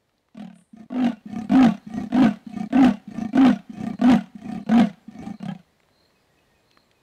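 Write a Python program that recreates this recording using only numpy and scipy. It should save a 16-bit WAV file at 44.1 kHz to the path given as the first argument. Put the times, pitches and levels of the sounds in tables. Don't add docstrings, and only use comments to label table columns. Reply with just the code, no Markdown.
import sys
import numpy as np
from scipy import signal
from scipy.fft import rfft, irfft
from scipy.io import wavfile
from scipy.ndimage import uniform_filter1d, map_coordinates

SR = 44100
rng = np.random.default_rng(int(sys.argv[2]) if len(sys.argv) > 2 else 0)


def file_out(sig):
    cols = np.atleast_2d(sig).T
    lim = np.clip(cols, -1, 1)
    pcm = np.round(lim * 32767).astype(np.int16)
    wavfile.write(sys.argv[1], SR, pcm)


N = 309582


def leopard():
    # start_s, end_s, crest_after_s, strength_db, onset_softness, swell_db_per_s,
    # release_db_per_s, ring_hz, sustain_share, start_flap_hz, crest_flap_hz, release_flap_hz
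    out_strokes = [(.346, .647, .06, -24.5, .45, 30, 124, 222, .39, 38.5, 41.5, 36),
                   (.902, 1.224, .153, -8, .42, 66, 315, 252, .98, 52, 47, 23.5),
                   (1.495, 1.797, .146, 0, .62, 6, 272, 242, .97, 50, 57, 32.5),
                   (2.102, 2.395, .138, -1.8, 1.05, 26, 290, 246, .66, 48, 53, 37),
                   (2.703, 3.009, .145, .6, 1.25, 22, 305, 243, .72, 41, 59, 32.5),
                   (3.33, 3.626, .138, .5, .78, 8, 305, 242, .97, 44, 61, 31),
                   (3.99, 4.295, .126, .7, .95, 26, 305, 228, .85, 39, 56, 37),
                   (4.664, 4.966, .133, -1, 1.08, 26, 315, 218, .85, 35, 57, 29.5),
                   (5.4, 5.65, .09, -18.5, .5, 0, 255, 194, .28, 37, 34, 23.5)]
    # start_s, end_s, strength_db, crest_share, start_flap_hz, middle_flap_hz, end_flap_hz
    in_strokes = [(.73, .866, -13, .5, 31, 26.5, 45), (1.255, 1.485, -.7, .52, 22, 37, 32),
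                  (1.865, 2.091, 1, .5, 27, 30, 37), (2.463, 2.68, 1, .68, 31, 28, 38),
                  (3.073, 3.316, 1, .6, 28, 29.5, 25), (3.693, 3.968, 1, .62, 24, 32, 27),
                  (4.349, 4.641, -1, .62, 29, 30.5, 44), (5.077, 5.37, -3, .62, 30, 24.5, 30)]
    out = np.zeros(N)
    for stroke in out_strokes:
        add(out, *grunt(stroke))
    for stroke in in_strokes:
        add(out, *rasp(stroke))
    return out


def grunt(stroke, hold_from_s=.0487, hold_past_s=.03, lag_s=.007, slowing_s=.07, sag_per_s=.58):
    # centre_hz, width_hz, height_db
    formants = [(538.4, 45, 9.5), (704.8, 88, 15.5), (759, 34, 13), (939, 70, 12.5), (1212, 80, 13.5),
                (1550, 150, 13.5), (1932, 270, 6), (2183, 32, 11), (2540, 130, 5), (2730, 360, 2),
                (2978, 43, 11), (3927, 300, 1.5), (6320, 600, 6), (8700, 910, 5)]
    # frequency_hz, level_db
    slope = [(30, -5.5), (120, -10.5), (270, -2), (400, -6.5), (520, -3), (1000, -14), (2000, -14.5),
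             (3300, -12.5), (5400, -25.5), (8000, -32.5), (11000, -39), (15500, -45)]
    # relative_db, strength_factor, swell_factor,
    # onset_drop_db, attack_s, hold_s, release_factor, burst_db
    ring_shape = (-10.6, 1.0, 1.0, 28, .028, .016, 1.0, 0)
    throat_shape = (-23, .96, .55, 33, .016, .023, 1.0, 2.5)
    hiss_shape = (-35, .83, 1.3, 22, .018, .018, .64, 7.5)
    start, end, crest, strength_db, softness, swell, release, ring_hz, sustain, *rates = stroke
    t = np.arange(round((end - start) * SR)) / SR
    flap, age, left = fold_flaps(np.interp(t, [0, crest, crest + slowing_s], rates), jitter=.01)
    inside_hold_s = np.minimum(t - hold_from_s, crest + hold_past_s - t)
    held = sustain * np.clip(inside_hold_s / .0073 + .5, 0, 1)
    stepped_t = t + (1 - held) * (lag_s - age)
    ring_db, throat_db, hiss_db = (grunt_level(stepped_t, crest, strength_db, softness, swell, release, shape)
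                                   for shape in (ring_shape, throat_shape, hiss_shape))
    opening = np.exp(-((stepped_t - .11) / .052) ** 2)
    hz = ring_hz * (1 - sag_per_s * t) * (1 + .175 * gain_of(strength_db) * opening)
    mouth = .925 + .15 * opening
    throats = [vocal_tract(slope, formants, mouth[flap == k].mean(), stray=.012, stray_db=3)
               for k in range(flap[-1] + 1)]
    strain = np.interp(t, [crest - .035, crest], [.38, 1])
    tone = throat_ring(flap, age, left, hz, rise_s=.0078, close_s=.0019, uneven_db=1,
                       held=held, slip=.1 * strain, dip=.9 * strain)
    blast = np.clip((hiss_db + 53) / 14, 0, 1)
    rush = air_puffs(flap, age, throats, throat_db, hiss_db, puff_s=.0055 * (1 + .5 * blast),
                     leak=.09 + .2 * blast, snap=3.1, uneven_db=4.5, flutter=.15)
    fade = np.minimum((end - start - t) / .014, 1)
    return start, (gain_of(ring_db + 1.5) * tone + gain_of(-2.01) * rush) * fade


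def rasp(stroke, ring_hz=214):
    # centre_hz, width_hz, height_db
    formants = [(684.5, 34, 11), (744.8, 57, 19), (1197, 37, 16.6), (1815, 98, 13.8), (2243, 100, 13),
                (2547, 96, 10), (3157, 170, 7), (4400, 500, 4.5), (6035, 860, 6.9), (8300, 1300, 4.2),
                (3790, 92, 4), (6400, 150, 5.1)]
    # frequency_hz, level_db
    slope = [(30, -9), (120, 4), (250, 12.5), (420, -4.5), (1000, -18), (1500, -20.5), (3500, -27.5),
             (5400, -33.5), (8000, -37), (11000, -44.5), (15500, -49)]
    start, end, strength_db, crest, *rates = stroke
    t = np.arange(round((end - start) * SR)) / SR
    share = t / t[-1]
    ring_db = strength_db - 27.8 - rasp_drop(share, crest, start_db=26, end_db=13)
    throat_db = strength_db - 40.2 - rasp_drop(share, crest, start_db=23, end_db=20)
    hiss_db = strength_db - 50.7 - rasp_drop(share, crest, start_db=14, end_db=18)
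    catch = gain_of(-34 + strength_db / 2) * np.exp(-(t / .024) ** 2)
    flap, age, left = fold_flaps(np.interp(share, [0, .5, 1], rates), jitter=.018)
    throats = [vocal_tract(slope, formants, 1, stray=.025, stray_db=3.5) for _ in range(flap[-1] + 1)]
    tone = throat_ring(flap, age, left, np.full(len(t), ring_hz), rise_s=.0092, close_s=.0016, uneven_db=4.5)
    rush = air_puffs(flap, age, throats, throat_db, hiss_db,
                     puff_s=.009, leak=.38, snap=2, uneven_db=3.5, flutter=.39)
    return start, ((gain_of(ring_db) + catch) * tone + rush) * signal.windows.tukey(len(t), .03)


def grunt_level(t, crest, strength_db, softness, swell, release, shape):
    full_db, follows, swells, onset_db, attack_s, hold_s, falls, burst_db = shape
    attack = softness * onset_db * np.exp(-np.maximum(t, 0) / attack_s)
    body = follows * strength_db - swells * swell * np.maximum(crest - t, 0)
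    burst = burst_db * gain_of(strength_db / 4) * np.exp(-((t - crest) / .022) ** 2)
    decay = falls * release * np.maximum(t - crest - hold_s, 0)
    return full_db + body - attack + burst - decay


def rasp_drop(share, crest, start_db, end_db):
    before = np.maximum(1 - share / crest, 0)
    after = np.maximum(share - crest, 0) / (1 - crest)
    return start_db * before ** 1.35 + end_db * after ** 2.1


def fold_flaps(rate_hz, jitter):
    turns = np.cumsum(rate_hz * (1 + jitter * wobble(len(rate_hz), 40))) / SR
    return turns.astype(int), turns % 1 / rate_hz, (1 - turns % 1) / rate_hz


def throat_ring(flap, age, left, hz, rise_s, close_s, uneven_db, held=0, slip=0, dip=0):
    size, jolt = (2 * rng.random((60, 2)) - 1)[flap].T
    closing = 1 - np.exp(-(left / close_s) ** 2)
    swell = (age / rise_s * np.exp(1 - age / rise_s)) ** 2 * closing * gain_of(uneven_db * size)
    turns = np.cumsum(hz * (1 + .027 * wobble(len(hz), 71.2))) / SR
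    turns_in_flap = turns - turns[np.searchsorted(flap, flap)]
    kicked = swell * np.sin(2 * np.pi * turns_in_flap * (1 + .058 * jolt))
    phase_slips = uniform_filter1d(slip * jolt, size=160)
    dips = dip * np.exp(-(age / .0079) ** 2) * (1 - np.exp(-age / .001))
    sustained = (1 - dips) * np.sin(2 * np.pi * (turns + phase_slips))
    sound = (1 - held) * steadied(kicked, kicked) + held * unit_rms(sustained)
    sound = signal.sosfiltfilt(signal.butter(2, [134, 440], "band", fs=SR, output="sos"), sound)
    return steadied(sound, sound)


def air_puffs(flap, age, throats, throat_db, hiss_db, puff_s, leak, snap, uneven_db, flutter):
    size = gain_of(uneven_db * (2 * rng.random(60) - 1))[flap]
    flow = (leak + size * np.exp(-age / puff_s)) * np.exp(flutter * wobble(len(age), 500))
    knock = signal.lfilter([1], [1, -.5], np.diff(flap, prepend=-1) > 0)
    drive = flow * rng.standard_normal(len(age)) + snap * size * knock
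    sound = np.zeros(len(age))
    for k in np.unique(flap):
        add(sound, np.argmax(flap == k) / SR, signal.fftconvolve(drive[flap == k], throats[k]))
    low, high = band(sound, 20, 1600), band(sound, 1600, 20000)
    throat_air = gain_of(throat_db) * steadied(low, band(low, 450, 1400))
    hiss = gain_of(hiss_db) * steadied(high, band(high, 1800, 9000))
    return throat_air + hiss


def vocal_tract(slope, formants, mouth, stray, stray_db):
    hz = np.fft.rfftfreq(2048, 1 / SR)
    chance = rng.standard_normal((len(formants), 2))
    db = curve_at(slope, hz)
    for (centre_hz, width_hz, height_db), (shift, lift) in zip(formants, chance):
        detuning = 2 * (hz - centre_hz * mouth * (1 + stray * shift)) / width_hz
        db += (height_db + stray_db * lift) / (1 + detuning ** 2)
    log_gain = np.log(gain_of(np.r_[db, db[-2:0:-1]]))
    minimum_phase = np.exp(np.conj(signal.hilbert(log_gain)))
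    return np.fft.ifft(minimum_phase).real[:1024]


def twigs(decay_s=.0022, trim_db=-6):
    # start_s, relative_db, centre_hz
    ticks = [(.094, -51.5, 1280), (.181, -58, 4220), (.286, -50, 1000), (5.802, -45, 1260),
             (5.833, -46, 940), (5.887, -48.5, 906), (6.105, -51, 1790), (6.389, -51.5, 2500),
             (6.714, -46.5, 4050), (6.773, -36.5, 945), (6.914, -44, 3460)]
    out, t = np.zeros(N), np.arange(1024) / SR
    for start, db, hz in ticks:
        add(out, start, gain_of(db + trim_db) * noise_peak(len(t), hz, width_hz=2400) * np.exp(-t / decay_s))
    return out


def birds(trill_hz=4060, climb_hz=150, throb_hz=41, trill_s=.25):
    # start_s, relative_db
    trills = [(1.68, -75), (2.4, -70), (3.14, -71), (3.838, -68), (4.542, -70.5), (5.27, -68), (5.88, -71),
              (6.63, -71)]
    # start_s, length_s, start_hz, end_hz, relative_db
    whistles = [(6.141, .05, 2580, 2500, -73), (6.271, .09, 1900, 1890, -75),
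                (6.361, .05, 2620, 2490, -70.5), (6.39, .064, 2750, 2980, -79),
                (6.472, .096, 1880, 1804, -76), (6.531, .069, 2560, 2450, -74),
                (6.698, .07, 2620, 2540, -76), (6.937, .065, 2620, 2370, -74)]
    # start_s, length_s, centre_hz, width_hz, relative_db
    buzzes = [(0.525, .125, 8950, 1700, -67.5), (6.126, 0.15, 4800, 797, -81)]
    out, t = np.zeros(N), np.arange(int(trill_s * SR)) / SR
    throb = np.sin(2 * np.pi * throb_hz * t)
    for start, db in trills:
        hz = trill_hz + climb_hz * t / trill_s + 70 * throb + 140 * wobble(len(t), 900)
        trill = sine(hz) * (1 + throb / 2) * signal.windows.tukey(len(t), .8)
        add(out, start, gain_of(db) * unit_rms(trill))
    pips = [(4.995 + k * .26, .07, 7390, 7390, -85) for k in range(8)]
    for start, seconds, start_hz, end_hz, db in pips + list(whistles):
        size = int(seconds * SR)
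        hz = np.linspace(start_hz, end_hz, size) * (1 + .0063 * wobble(size, 270))
        add(out, start, gain_of(db) * unit_rms(sine(hz) * np.hanning(size)))
    for start, seconds, hz, width_hz, db in buzzes:
        size = int(seconds * SR)
        buzz = noise_peak(size, hz, width_hz) * signal.windows.tukey(size, .7)
        add(out, start, gain_of(db) * unit_rms(buzz))
    return out


def woods(x):
    # frequency_hz, t60_s
    decay_times = [(150, 0.74), (700, 0.67), (3000, 0.61), (8000, 0.68), (15000, 0.36)]
    echoes = rng.standard_normal(SR) * (rng.random(SR) < .05) * (np.arange(SR) / SR > .012)
    hz, t, spectra = signal.stft(echoes, SR, nperseg=256)
    decay = gain_of(-60 * t / curve_at(decay_times, hz)[:, None])
    tail = signal.istft(spectra * decay, SR, nperseg=256)[1]
    return signal.fftconvolve(x, tail / np.linalg.norm(tail))[:N]


def hush():
    # frequency_hz, density_db
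    spectrum = [(15, -38), (25, -7.5), (75, -1), (359, -6), (552, -6.5), (1270, -13.5), (1380, -17),
                (1850, -13.5), (2770, -19.5), (4150, -18.5), (5010, -23.5), (9050, -29), (15500, -33)]
    # time_s, level_db
    levels = [(0, -71), (.7, -72.5), (1.501, -61), (3, -62.5), (5.699, -64), (7.02, -64.5)]
    colour = gain_of(curve_at(spectrum, np.fft.rfftfreq(N, 1 / SR)))
    noise = irfft(rfft(rng.standard_normal(N)) * colour, N)
    level_db = np.interp(np.arange(N) / SR, *np.transpose(levels)) + .6 * wobble(N, 7.2)
    return unit_rms(noise) * gain_of(level_db)


def gain_of(db):
    return 10 ** (np.asarray(db) / 20)


def unit_rms(x):
    return x / np.sqrt(np.mean(x ** 2) + 1e-20)


def steadied(x, part):
    window = signal.windows.hann(2800)
    weight = signal.fftconvolve(np.ones(len(x)), window, "same")
    power = signal.fftconvolve(part ** 2, window, "same") / weight
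    return x / np.sqrt(abs(power) + 1e-20)


def curve_at(points, hz):
    f, value = np.transpose(points)
    return np.interp(np.log(hz + 1), np.log(f + 1), value)


def add(mix, start_s, sound):
    part = mix[round(start_s * SR):][:len(sound)]
    part += sound[:len(part)]


def band(x, lo_hz, hi_hz):
    return signal.sosfilt(signal.butter(3, [lo_hz, hi_hz], "band", fs=SR, output="sos"), x)


def sine(hz):
    return np.sin(2 * np.pi * np.cumsum(hz) / SR)


def wobble(size, hz):
    knots = rng.standard_normal(size // 20 + 9)
    return map_coordinates(knots, [np.arange(size) / (SR / hz)], order=3, mode="wrap")


def noise_peak(size, hz, width_hz):
    detuning = (np.fft.rfftfreq(size, 1 / SR) - hz) / (width_hz / 2)
    return unit_rms(irfft(rfft(rng.standard_normal(size)) / (1 + detuning ** 2), size))


def scene():
    cat, calls = leopard(), birds()
    scattered = gain_of(-35) * cat + gain_of(-27.5) * band(cat, 600, 14000) + gain_of(-6) * calls
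    return (cat + gain_of(-1) * calls + woods(scattered) + twigs() + hush())[None]


def record(dry, ceiling=.32, knee=7.9, lean=.012, low_cut_hz=30, high_cut_hz=15720):
    limit = ceiling + lean * np.sign(dry)
    clipped = dry / (1 + abs(dry / limit) ** knee) ** (1 / knee)
    coupled = signal.lfilter(*signal.butter(1, low_cut_hz, "high", fs=SR), clipped)
    low_pass = signal.firwin(511, high_cut_hz, window=("kaiser", 9), fs=SR)
    return signal.oaconvolve(coupled, low_pass[None], "same")


dry = scene()
out = record(dry)
file_out(out)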